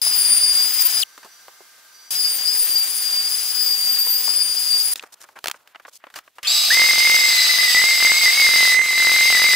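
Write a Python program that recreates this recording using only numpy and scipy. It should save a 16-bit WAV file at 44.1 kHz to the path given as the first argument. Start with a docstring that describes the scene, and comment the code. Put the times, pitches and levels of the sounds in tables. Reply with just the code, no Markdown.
"""A cordless trim router whines along wood in a small shop, close to a phone: harmonics over air and cutting noise.
It pauses with its electronics singing, runs again and is put down with a clatter of ringing knocks and gritty slides.
Then an orbital sander spins up, its noise shaped by housing resonances, and its dust hose begins to whistle.
It is a time-lapse: snippets butt against each other, 43 a second, and every cut breaks the phase of
the tones, so they burble; the level dips around each cut and loud tones leave ticks."""
import sys
import numpy as np
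from scipy import signal
from scipy.fft import rfft, irfft
from scipy.io import wavfile

SR = 44100
rng = np.random.default_rng(int(sys.argv[2]) if len(sys.argv) > 2 else 0)


def digitize_waveform(pressure):
    """Quantize a signal to 16-bit integers and store it at the path in sys.argv[1].

    Rows of a 2-D input are taken as channels; values are limited to [-1, 1].
    """
    field = np.atleast_2d(pressure).T
    bounded = np.clip(field, -1, 1)
    quanta = np.round(bounded * 32767).astype(np.int16)
    wavfile.write(sys.argv[1], SR, quanta)


N = 421155
TIME = np.arange(N) / SR
FREQS = np.maximum(np.arange(N // 2 + 1) * SR / N, 1)
EARS = np.array([[1], [-1]])  # left, right

# Levels below are settings: scatter and trims may be added where the sounds are made.
# Snippet length, and the first cut of each tool's stretch
SNIPPET_S = 1024 / 44100
ROUTER_CUT_S, SANDER_CUT_S = .0153, .0152
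# Ticks at the cuts, relative to the tone that is cut
ROUTER_TICK_DB, HOSE_TICK_DB = 11.5, 20.5

# Still air of the shop, colour: pitch_hz, level_db
SHOP_COLOUR = [(24, -56.5), (40, -19), (350, -13.5), (670, -9), (1640, -14), (3300, -10), (8960, -14),
               (14400, -12.5), (15500, -13)]
SHOP_DB = -64

# The router's two runs: start_s, stop_s; the brake acts at the end of the first
ROUTER_RUNS = [(.0155, 1.037), (2.105, 4.938)]
BRAKE_S, BRAKE_RATE_PER_S = 1.019, 34
# Colour of the router's cooling air: pitch_hz, level_db
ROUTER_AIR_COLOUR = [(1500, -22.5), (3000, -10), (4500, -3), (6000, -0.5), (8000, -0.5), (11000, 1),
                     (13000, 0), (15500, 2)]
# Colour of the bit's cutting noise: pitch_hz, level_db
CUTTING_COLOUR = [(30, -28), (150, -27), (350, -12), (700, -2.5), (1200, -1.5), (1900, 1), (3200, 3.5),
                  (5000, -1.5), (9000, -29)]
# One row for each run: cooling_air_db, cutting_noise_db
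RUN_LEVELS_DB = [(-25, -35), (-27, -38.5)]
# The whine of the free-running router sinks slowly as the battery tires
FREE_HZ, DROOP_HZ_PER_S = 4983, 19
# The bit bites into the wood: start_s, stop_s, build_s (time to full sag), sag_hz
BIT_BITES = [(.09, .68, .17, 160), (.70, .78, 0.035, 75), (.81, .91, 0.019, 126.5), (2.16, 2.48, 0.18, 165),
             (2.54, 2.92, 0.23, 175.6), (2.88, 3.31, 0.3, 195), (3.65, 4.19, .08, 175.3),
             (4.39, 4.58, .05, 93.7), (4.66, 4.84, .06, 165)]
RELEASE_S, FULL_SAG_HZ = 0.055, 181  # the bit comes free; sag at full load
# What full load adds: cooling air, cutting noise, whine left minus right
LOAD_AIR_DB, LOAD_CUT_DB, LOAD_PAN_DB = -1.1, 0.74, -3
WHINE_PAN_DB = 7.5  # left minus right when running free
# Whine as the router turns before the phone: time_s, level_db
WHINE_CURVE = [(0.03, -22.0), (0.35, -19.5), (0.4, -23), (0.44, -17.5), (0.77, -24.5), (0.86, -24),
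               (1.0, -24.0), (2.12, -26.5), (2.28, -18), (2.37, -30), (2.53, -17), (2.7, -32),
               (2.74, -17.5), (2.91, -28.5), (3.21, -19.5), (3.44, -30.5), (3.72, -18.5), (4.18, -24),
               (4.48, -19.5), (4.65, -25), (4.76, -17), (4.93, -31.5)]
# Overtones of the whine: time_s, second_harmonic_db, third_harmonic_db
OVERTONE_CURVE = [(0.03, -21, -33), (0.17, -21.5, -24.5), (0.21, -15.5, -28), (0.47, -15.5, -43),
                  (0.86, -24.5, -19), (1.0, -21.5, -33), (2.12, -24.5, -31), (2.51, -27, -33),
                  (2.58, -20.5, -23.5), (3.18, -27.5, -38), (4.18, -26.5, -23), (4.3, -24.5, -37),
                  (4.35, -17.5, -35), (4.48, -27, -34), (4.93, -19.5, -28.5)]

# Tools and boards knocked about: start_s, body_db, crack_db, ring_hz, t60_s
KNOCK_EVENTS = [(.064, -39.5, -52, 810, 0.044), (1.178, -44, -41.5, 1080, 0.042),
                (1.2304, -45.5, -42.5, 1400, 0.19), (1.2466, -44, -43, 840, 0.091),
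                (1.482, -43, -44, 970, 0.043), (1.6056, -47.5, -64, 830, 0.051),
                (4.068, -38, -37, 1096, .04), (4.277, -34.5, -50, 1145, 0.054),
                (4.958, -62, -27, 1900, .016), (4.9951, -36, -43, 3400, 0.016),
                (5.0256, -45, -40, 1510, .023), (5.0364, -38.5, -42, 1130, 0.021),
                (5.2393, -46.5, -52, 1350, 0.062), (5.2878, -48, -50, 1140, .047),
                (5.368, -44, -56, 1450, 0.05), (5.389, -50, -42, 1280, 0.015),
                (5.4418, -34.5, -26, 1570, 0.022), (5.4587, -29.5, -26, 1400, .012),
                (5.4713, -47, -24, 1610, 0.02), (5.4831, -32.5, -20.5, 1400, .011),
                (5.4985, -38, -34, 1520, .016), (5.5136, -41, -24.5, 1480, 0.0093),
                (5.543, -44, -60, 1230, 0.037), (5.675, -55, -47, 1650, 0.018),
                (5.7475, -43, -56, 1620, 0.056), (5.758, -41, -53, 1530, .015),
                (5.798, -46, -49.5, 1280, 0.041), (5.8506, -40, -55, 1370, 0.045),
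                (5.881, -43.5, -58, 1130, .026), (6.0393, -40.5, -50, 1430, 0.028),
                (6.068, -44, -62, 1157, 0.019), (6.1017, -53, -50, 1620, 0.047),
                (6.1402, -45, -41, 1610, 0.037), (6.1592, -37, -30, 1460, 0.1),
                (6.188, -40.5, -36, 1530, 0.017), (6.2772, -49, -64, 1410, .022),
                (6.3837, -39.5, -43, 1430, 0.038), (6.43, -53, -28, 2080, 0.11)]
# Hollow resonances of a knocked body: multiple_of_ring, width_share, level_db
BODY_MODES = [(.29, 0.42, -4), (0.521, 0.66, 3.5), (.85, 1, 9), (1.12, 1, -11.5), (1.75, 0.33, -12.5)]
# Colour of the crack: pitch_hz, level_db
CRACK_COLOUR = [(1200, -12), (2800, 2), (4200, 0), (6500, -3.5), (9000, -8.5), (15500, -11)]
# Handling between the two tools: start_s, stop_s
HANDLING_SPAN = (4.96, 6.42)
# A typical faint tap: body_db, crack_db, ring_hz, t60_s (below zero: its noise swells slowly)
FAINT_TAP = (-56.5, -66, 1347, -1.5)

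# Low electronic tones of the resting router: pitch_hz, level_db
IDLE_HUM_LINES = [(1570, -61.5), (1210, -68), (2100, -67.5), (3260, -80)]
# Its high tones, relative to the curve below: pitch_hz, level_db
IDLE_WHISTLE_LINES = [(4694, -2), (5895, -2.5), (8306, -18), (11946, -21)]
# Level of those high tones: time_s, level_db
IDLE_WHISTLE_CURVE = [(1.04, -57), (1.28, -61), (1.31, -55), (1.42, -57), (1.52, -64), (1.92, -68),
                      (1.95, -49), (2.1, -51)]
# Colour of the hiss in the pause: pitch_hz, level_db
IDLE_AIR_COLOUR = [(40, -22), (150, -22), (400, -11), (750, -4), (1500, 1.5), (2600, -4.5), (5000, 0),
                   (9000, -4.5), (15500, -5.5)]
IDLE_AIR_DB = -51.5

# Things slid over the bench: start_s, stop_s, hiss_db, rumble_db
SLIDE_EVENTS = [(4.964, 4.991, -35, -43), (5.002, 5.08, -53, -51), (5.121, 5.149, -42.5, -52),
                (5.202, 5.251, -43.5, -49), (5.355, 5.395, -55, -40.5), (5.522, 5.578, -53, -54),
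                (5.866, 5.9, -47, -61), (5.925, 5.977, -42.5, -74), (6.153, 6.19, -39, -41)]
# Colour of the sawdust's hiss: pitch_hz, level_db
SLIDE_HISS_COLOUR = [(1500, -24), (3000, -5), (5500, 1), (8000, -1), (11000, -3.5), (15500, -7.5)]
# Colour of the bench's rumble: pitch_hz, level_db
SLIDE_RUMBLE_COLOUR = [(40, -24), (250, -10), (600, -5), (1200, 0), (1700, -1), (2600, -9), (5000, -31)]

SANDER_ON_S, SUCTION_ON_S = 6.431, 6.703
# The sander spins up: time_s, share_of_full_speed
SPIN_UP_CURVE = [(6.435, .4), (6.459, .66), (6.482, .94), (6.505, .98), (6.53, 1)]
# The sander's motor whine; its pitch dips briefly, then slowly rises: time_s, pitch_hz, level_db
MOTOR_CURVE = [(6.6, 7750, -23), (6.8, 7690, -28), (7.35, 7710, -27.5), (8.1, 7774, -26.5),
               (8.9, 7810, -22), (9.55, 7790, -24.5)]
# Partials of the motor whine: multiple, level_db, left_lead_rad
MOTOR_PARTIALS = [(.5, 1.5, 0), (1, 0, -1.8), (1.5, -13, 0)]
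# The cooling fan's wandering note: time_s, pitch_hz, level_db
FAN_CURVE = [(6.55, 4120, -29), (7.2, 4200, -39), (7.42, 4030, -20.5), (7.72, 3980, -35), (7.9, 4190, -29),
             (8.3, 4200, -42), (8.68, 4100, -30), (8.9, 4140, -26), (9.55, 4040, -37)]
# Fixed tone beside the motor: pitch_hz, level_db
SANDER_HUM_LINES = [(1208, -44.5)]
# Colour of the hiss of paper and fan: pitch_hz, level_db
PAPER_COLOUR = [(30, -25), (200, -19), (450, -24.5), (700, -4), (1000, -10), (1700, -6.5), (2700, 5),
                (3600, 1), (4400, 6), (5700, -1), (7000, -3), (9000, -2), (15500, -1.5)]
# Resonances of pad and housing: pitch_hz, width_hz, level_db
HOUSING_PEAKS = [(3584, 180, 10), (4672, 197, 13), (5046, 480, 15.5), (6260, 210, 13.5), (8250, 120, 12.5)]
HISS_DB, HISS_FADE_DB_PER_S = -17.5, 0.5  # the hiss at the start, and how it fades
# The pad is eased off the wood once: start_s, ease_s, return_s (time constant of bearing down)
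PAD_EASE = (8.725, 0.078, .16)
# What the hiss, the motor and the rush of air then lose
EASE_HISS_DB, EASE_MOTOR_DB, EASE_RUSH_DB = -15.5, -14.5, -8

# Rush of air into the hose: time_s, level_db
RUSH_CURVE = [(6.7, -28.5), (7.7, -29.5), (8.3, -29), (8.8, -24.5), (9.55, -29)]
# Colour of that rush: pitch_hz, level_db
RUSH_COLOUR = [(30, -32), (200, -20), (450, -8.5), (750, -7), (1100, -1.5), (1700, 9.5), (2600, 10),
               (4000, 6), (7000, 7), (15000, 2.5)]
# Airflow whistling in the hose: time_s, pitch_hz, level_db
HOSE_CURVE = [(6.76, 2090, -18), (7.22, 2102, -18), (7.46, 2015, -25), (7.5, 2012, -21.5),
              (7.64, 2031, -24), (7.74, 1933, -20), (7.87, 2123, -17.5), (7.99, 2073, -23),
              (8.06, 2092, -15.5), (8.2, 2175, -21.5), (8.27, 2050, -16), (8.36, 2159, -23),
              (8.41, 2191, -14.5), (8.48, 2074, -17.5), (8.71, 2030, -17), (8.8, 2075, -14),
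              (8.87, 2076, -21.5), (9.11, 2059, -16), (9.27, 2100, -16.5), (9.38, 1997, -18),
              (9.48, 2103, -17.5), (9.52, 2017, -17)]
# Partials of the whistle: multiple, level_db
HOSE_PARTIALS = [(1, 1.3), (2, -32), (3, -16.5), (4, -22.5), (6, -37.5)]
# The whistle as the sander is moved: time_s, left_minus_right_db, unevenness_db
HOSE_PLACE_CURVE = [(7.25, 0, 3), (7.42, 9, 4.5), (7.65, 6.5, 8.5), (7.85, 1, 2), (8.3, -0.5, 2.5),
                    (8.73, 0.5, 1.1), (8.79, -11, 1.5), (8.88, 0, 2)]

TOP_HZ = 15600  # upper limit of the phone


def undb(db):
    """Decibels to gain."""
    return 10 ** (np.asarray(db) / 20)


def unit(x):
    """Scale to rms 1."""
    return x / np.sqrt(np.mean(x ** 2))


def gate(start, stop, edge=0.00071):
    """One between two times, with short ramps of edge seconds."""
    return np.clip((TIME - start) / edge, 0, 1) * np.clip((stop - TIME) / edge, 0, 1)


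def snippet(first_cut):
    """Number of the snippet that each sample lies in."""
    return np.floor((TIME - first_cut) / SNIPPET_S).astype(int) + 1


def stepped_time(first_cut):
    """Time that stands still at the middle of each snippet."""
    return first_cut + (snippet(first_cut) - .5) * SNIPPET_S


def held(rows, first_cut):
    """Columns of a curve; slow changes turn into steps from one snippet to the next."""
    time_s, *columns = np.transpose(rows)
    return [np.interp(stepped_time(first_cut), time_s, column) for column in columns]


def scatter(first_cut):
    """A fresh normal value for every snippet."""
    k = snippet(first_cut)
    return rng.standard_normal(k[-1] + 1)[k]


def walk(rate):
    """Smooth chance with spread near 1, through rate knots a second."""
    knots = rng.standard_normal(int(N / SR * rate) + 2)
    return 1.2 * np.interp(TIME * rate, np.arange(len(knots)), knots)


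def colour(points):
    """Gain at every frequency from pitch_hz, level_db points."""
    hz, db = np.transpose(points)
    return undb(np.interp(np.log(FREQS), np.log(hz), db))


def noise(gain, alike=.8, alike_hz=6000):
    """Stereo noise of a given colour; the two microphones agree less in the treble."""
    c = np.clip(alike, 0, 1) / (1 + (FREQS / alike_hz) ** 4)
    mid = irfft(rfft(rng.standard_normal(N)) * gain * np.sqrt(1 + c), N)
    side = irfft(rfft(rng.standard_normal(N)) * gain * np.sqrt(1 - c), N)
    return (mid + EARS * side) / np.std(mid)


def tone(hz, first_cut, scatter_db, lead=0., spread=0.57, ceiling=1.3):
    """A partial whose phase breaks at each cut; standing waves give each microphone its own phase and level."""
    phase = 2 * np.pi * (np.cumsum(hz) / SR + 10 * scatter(first_cut))
    apart = lead + spread * (walk(6) + .5 * scatter(first_cut))
    shared = scatter(first_cut)
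    separate = np.array([scatter(first_cut), scatter(first_cut)])
    luck = (shared + separate) / np.sqrt(2)
    db = scatter_db * np.minimum(luck, ceiling)  # deep fades but low peaks
    return np.sqrt(2) * undb(db) * np.sin(phase + EARS * apart / 2)


def steady(lines, first_cut):
    """A set of tones at fixed pitches."""
    return sum(undb(db) * tone(np.full(N, hz), first_cut, scatter_db=3.0) for hz, db in lines)


def splice_dips(first_cut, depth=.85, half_width_s=0.00043):
    """The level falls away softly for a moment around every cut."""
    from_cut = (TIME - first_cut + SNIPPET_S / 2) % SNIPPET_S - SNIPPET_S / 2
    return 1 - depth * np.exp(-(from_cut / half_width_s) ** 2)


def cut_ticks(cut, tick_db, scatter_db=3, bass_db=-14, shelf_hz=1100, top_hz=2900):
    """Each cut through a loud tone leaves a dull tick of chance size and sign: a quick, even rattle."""
    at_cut = np.diff(snippet(cut), prepend=0)
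    size = undb(tick_db + scatter_db * scatter(cut)) * (1 + 0.43 * EARS * scatter(cut))
    ticks = 2 * at_cut * np.sign(scatter(cut)) * size
    bass = signal.sosfilt(signal.butter(1, shelf_hz, fs=SR, output="sos"), ticks)
    thinned = ticks - (1 - undb(bass_db)) * bass
    return signal.sosfilt(signal.butter(4, top_hz, fs=SR, output="sos"), thinned)


def shop_air():
    """A faint coloured noise fills the shop, its level stepping by chance at each cut."""
    return undb(SHOP_DB + 3.0 * scatter(ROUTER_CUT_S)) * noise(colour(SHOP_COLOUR))


def sag(t):
    """How far the load pulls the whine down, in Hz: each bite builds up, holds and lets go."""
    return sum(hz * np.clip((t - start) / build_s, 0, 1) * np.clip((stop - t) / RELEASE_S, 0, 1)
               for start, stop, build_s, hz in BIT_BITES)


def router(brake_fade=5.7, hunt=0.00414, free_hunt=0.00059, wobble=0.001086):
    """Fan blades whine in three harmonics over cooling air and cutting noise; load pulls the pitch down."""
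    cut = ROUTER_CUT_S
    t = stepped_time(cut)
    load = sag(t) / FULL_SAG_HZ
    second_run = TIME >= ROUTER_RUNS[1][0]
    air_db, cutting_db = np.array(RUN_LEVELS_DB)[second_run.astype(int)].T
    first_db, = held(WHINE_CURVE, cut)
    second_db, third_db = held(OVERTONE_CURVE, cut)
    braking = np.exp(-BRAKE_RATE_PER_S * np.maximum(TIME - BRAKE_S, 0) * ~second_run)

    # the speed control hunts a little as the bit bites
    unsteady = 1 + (free_hunt + hunt * load) * scatter(cut) + wobble * walk(150)
    hz = (FREE_HZ - DROOP_HZ_PER_S * t - sag(t)) * braking * unsteady
    pan_db = WHINE_PAN_DB + LOAD_PAN_DB * load
    whine = undb(first_db - 1.1 + EARS * pan_db / 2) * tone(hz, cut, scatter_db=3.5, lead=1.33, spread=0.17)
    upper = undb(second_db - 2.7) * tone(2 * hz, cut, scatter_db=4.0, lead=1.7, spread=0.93)
    upper += undb(third_db + 1.5) * tone(3 * hz, cut, scatter_db=4.5, lead=2.0, spread=0.99)
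    flutter = 1 + 0.19 * walk(900)
    tones = flutter * (whine + undb(EARS * 2.5) * braking ** brake_fade * upper)

    air_gain = undb(air_db + LOAD_AIR_DB * load + 1.3 * scatter(cut))
    air = air_gain * noise(colour(ROUTER_AIR_COLOUR), alike=0.61, alike_hz=7000)
    chips_gain = undb(cutting_db + LOAD_CUT_DB * load + 1.03 * scatter(cut))
    chips = chips_gain * noise(colour(CUTTING_COLOUR), alike=0.7, alike_hz=5000)

    sound = (tones + undb(EARS * 1.4) * (air + chips)) * splice_dips(cut)
    sound = sound + cut_ticks(cut, first_db + ROUTER_TICK_DB, top_hz=600)
    return sound * sum(gate(start, stop) for start, stop in ROUTER_RUNS)


def faint_taps(count=18, spread_db=3, ring_spread=0.23):
    """Light contacts of fingers and wood: brief noise bursts loosely spread in time, as rows like the knocks."""
    body_db, crack_db, ring_hz, t60 = FAINT_TAP
    start, stop = HANDLING_SPAN
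    times = start + (np.arange(count) + rng.random(count)) / count * (stop - start)
    return [(s, body_db + spread_db * a, crack_db + spread_db * b, ring_hz * np.exp(ring_spread * c), t60)
            for s, (a, b, c) in zip(times, rng.standard_normal((count, 3)))]


def knocks(tail_db=-25, tail_t60=0.047, tick=4):
    """A tick and noise excite a crack and hollow body resonances, with a trace of the room; faint taps join."""
    size, lead_in = 4096, 32  # samples
    out = np.zeros((2, N))
    t, f = np.arange(size) / SR, np.arange(size // 2 + 1) * SR / size + 1
    crack_gain = np.interp(f, FREQS, colour(CRACK_COLOUR))
    for s, body_db, crack_db, ring_hz, t60 in KNOCK_EVENTS + faint_taps():
        fade = undb(-60 * t / t60) + undb(tail_db - 60 * t / tail_t60)
        push = fade * (rng.standard_normal(size) + 0.48 * rng.standard_normal((2, size)))
        push[:, 0] += tick * undb(min(crack_db - body_db, 0))  # a weak crack has a weaker tick
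        spectrum = rfft(np.roll(push, lead_in, axis=1))
        body_gain = sum(undb(db) / (1 + 1j * (f / (k * ring_hz) - k * ring_hz / f) / width) ** 2
                        for k, width, db in BODY_MODES)
        body = undb(body_db - 7.5) * unit(irfft(spectrum * body_gain))
        crack = undb(crack_db - 11.5) * unit(irfft(spectrum * crack_gain))
        i = int(s * SR) - lead_in
        out[:, i:i + size] += body + crack
    return out


def resting_router():
    """Between the runs thin electronic tones stand over the hiss of the shop."""
    cut = ROUTER_CUT_S
    whistle_db, = held(IDLE_WHISTLE_CURVE, cut)
    tones = steady(IDLE_HUM_LINES, cut) + undb(whistle_db) * steady(IDLE_WHISTLE_LINES, cut)
    air_gain = undb(IDLE_AIR_DB + 0.5 * scatter(cut))
    air = air_gain * noise(colour(IDLE_AIR_COLOUR), alike=0.55, alike_hz=4960)
    return (tones + air) * gate(ROUTER_RUNS[0][1], ROUTER_RUNS[1][0])


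def slides(grain_db=3):
    """Gritty scrapes: hiss from the sawdust, rumble from the bench, both roughened by fast level changes."""
    hiss_gain = sum(undb(db) * gate(a, b, edge=0.0047) for a, b, db, _ in SLIDE_EVENTS)
    rumble_gain = sum(undb(db) * gate(a, b, edge=0.0043) for a, b, _, db in SLIDE_EVENTS)
    grit = undb(grain_db * walk(440) - 5.5)
    hiss = hiss_gain * noise(colour(SLIDE_HISS_COLOUR))
    rumble = rumble_gain * noise(colour(SLIDE_RUMBLE_COLOUR))
    return grit * (hiss + rumble)


def eased(t):
    """How far the pad is off the wood, 0-1: a quick lift and a slow return."""
    start, ease_s, return_s = PAD_EASE
    return np.clip((t - start) / ease_s, 0, 1) * np.exp(-np.maximum(t - start - ease_s, 0) / return_s)


def paper_level(t):
    """Level of the paper's hiss in dB: it fades slowly and drops while the pad is eased off."""
    return HISS_DB - HISS_FADE_DB_PER_S * (t - SANDER_ON_S) + EASE_HISS_DB * eased(t)


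def sander():
    """The motor spins up to a thin whine; paper and fan hiss through the resonances of the housing."""
    cut = SANDER_CUT_S
    t = stepped_time(cut)
    hz, whine_db = held(MOTOR_CURVE, cut)
    fan_hz, fan_db = held(FAN_CURVE, cut)
    speed, = held(SPIN_UP_CURVE, cut)

    hz = hz * speed * (1 + 0.001194 * scatter(cut))
    motor = sum(undb(whine_db + db - 2.0) * tone(k * hz, cut, scatter_db=0.0, lead=lead, spread=0.94)
                for k, db, lead in MOTOR_PARTIALS)
    motor += undb(fan_db) * tone(fan_hz * speed * (1 + 0.00494 * walk(120)), cut, scatter_db=4.5)
    motor *= undb(EASE_MOTOR_DB * eased(t))

    peaks = 1 + sum((undb(db) - 1) / (1 + (2 * (FREQS - f) / width) ** 2) ** 1.7
                    for f, width, db in HOUSING_PEAKS)
    hiss = noise(colour(PAPER_COLOUR) * peaks, alike=0.73, alike_hz=6700)
    # while the pad is still slow, the hiss is read more slowly and lies lower
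    place = np.arange(N) + np.cumsum((1 - speed)[::-1])[::-1]
    hiss = np.array([np.interp(place, np.arange(N), ear) for ear in hiss])
    hiss = undb(paper_level(t) + 1.03 * scatter(cut)) * hiss

    # a rough rising note sounds until full speed is nearly reached
    rising = (speed + np.interp(TIME, *np.transpose(SPIN_UP_CURVE))) / 2
    run_up = undb(-19.5) * tone(4900 * rising * (1 + 0.0274 * walk(500)), cut, scatter_db=2.5) * (speed < .97)
    sound = speed ** 3 * (motor + hiss + run_up) + steady(SANDER_HUM_LINES, cut)
    return sound * gate(SANDER_ON_S, N)


def dust_hose(rise_s=.018, spread_per_db=0.28):
    """Suction makes the ribbed hose whistle; pitch wanders as the sander is moved and the airflow changes."""
    cut = SANDER_CUT_S
    hz, whistle_db = held(HOSE_CURVE, cut)
    pan_db, uneven_db = held(HOSE_PLACE_CURVE, cut)
    flow = 1 - .25 * np.exp(-np.maximum(TIME - SUCTION_ON_S, 0) / rise_s)  # the whistle glides up at first
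    hz = hz * flow * (1 + 0.006 * scatter(cut) + 0.002494 * walk(200))
    whistle = sum(undb(whistle_db + db) * tone(k * hz, cut, scatter_db=uneven_db, lead=0.11,
                                               spread=spread_per_db * uneven_db * k)
                  for k, db in HOSE_PARTIALS)
    sides = undb(EARS * pan_db / 2)
    return whistle * sides / np.sqrt(np.mean(sides ** 2, axis=0))  # panning keeps the power


def extractor():
    """The dust extractor draws a rush of air, as coloured noise, through the whistling hose."""
    cut = SANDER_CUT_S
    rush_db, = held(RUSH_CURVE, cut)
    rush_db = rush_db + EASE_RUSH_DB * eased(stepped_time(cut))
    rush = undb(rush_db + 1.7 * scatter(cut)) * noise(colour(RUSH_COLOUR), alike=1.0, alike_hz=7000)
    return (dust_hose() + rush) * gate(SUCTION_ON_S, N, edge=0.0029)


def hose_ticks():
    """Cuts through the hose whistle leave ticks that follow its level."""
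    _, whistle_db = held(HOSE_CURVE, SANDER_CUT_S)
    return cut_ticks(SANDER_CUT_S, whistle_db + HOSE_TICK_DB) * gate(SUCTION_ON_S, N)


def scene():
    """Router, clatter, then sander and hose, whose level dips at every cut, with ticks once the hose whistles."""
    dips = splice_dips(SANDER_CUT_S, depth=1.0, half_width_s=0.00054)
    sanding = dips * (sander() + extractor()) + hose_ticks()
    routing = router() + resting_router()
    handling = knocks() + slides()
    return shop_air() + routing + handling + sanding * undb(EARS * 0.18)


def record(dry):
    """The phone cuts the top with a steep low-pass."""
    return signal.sosfilt(signal.ellip(10, .2, 70, TOP_HZ, fs=SR, output="sos"), dry)


dry = scene()
out = record(dry)
digitize_waveform(out)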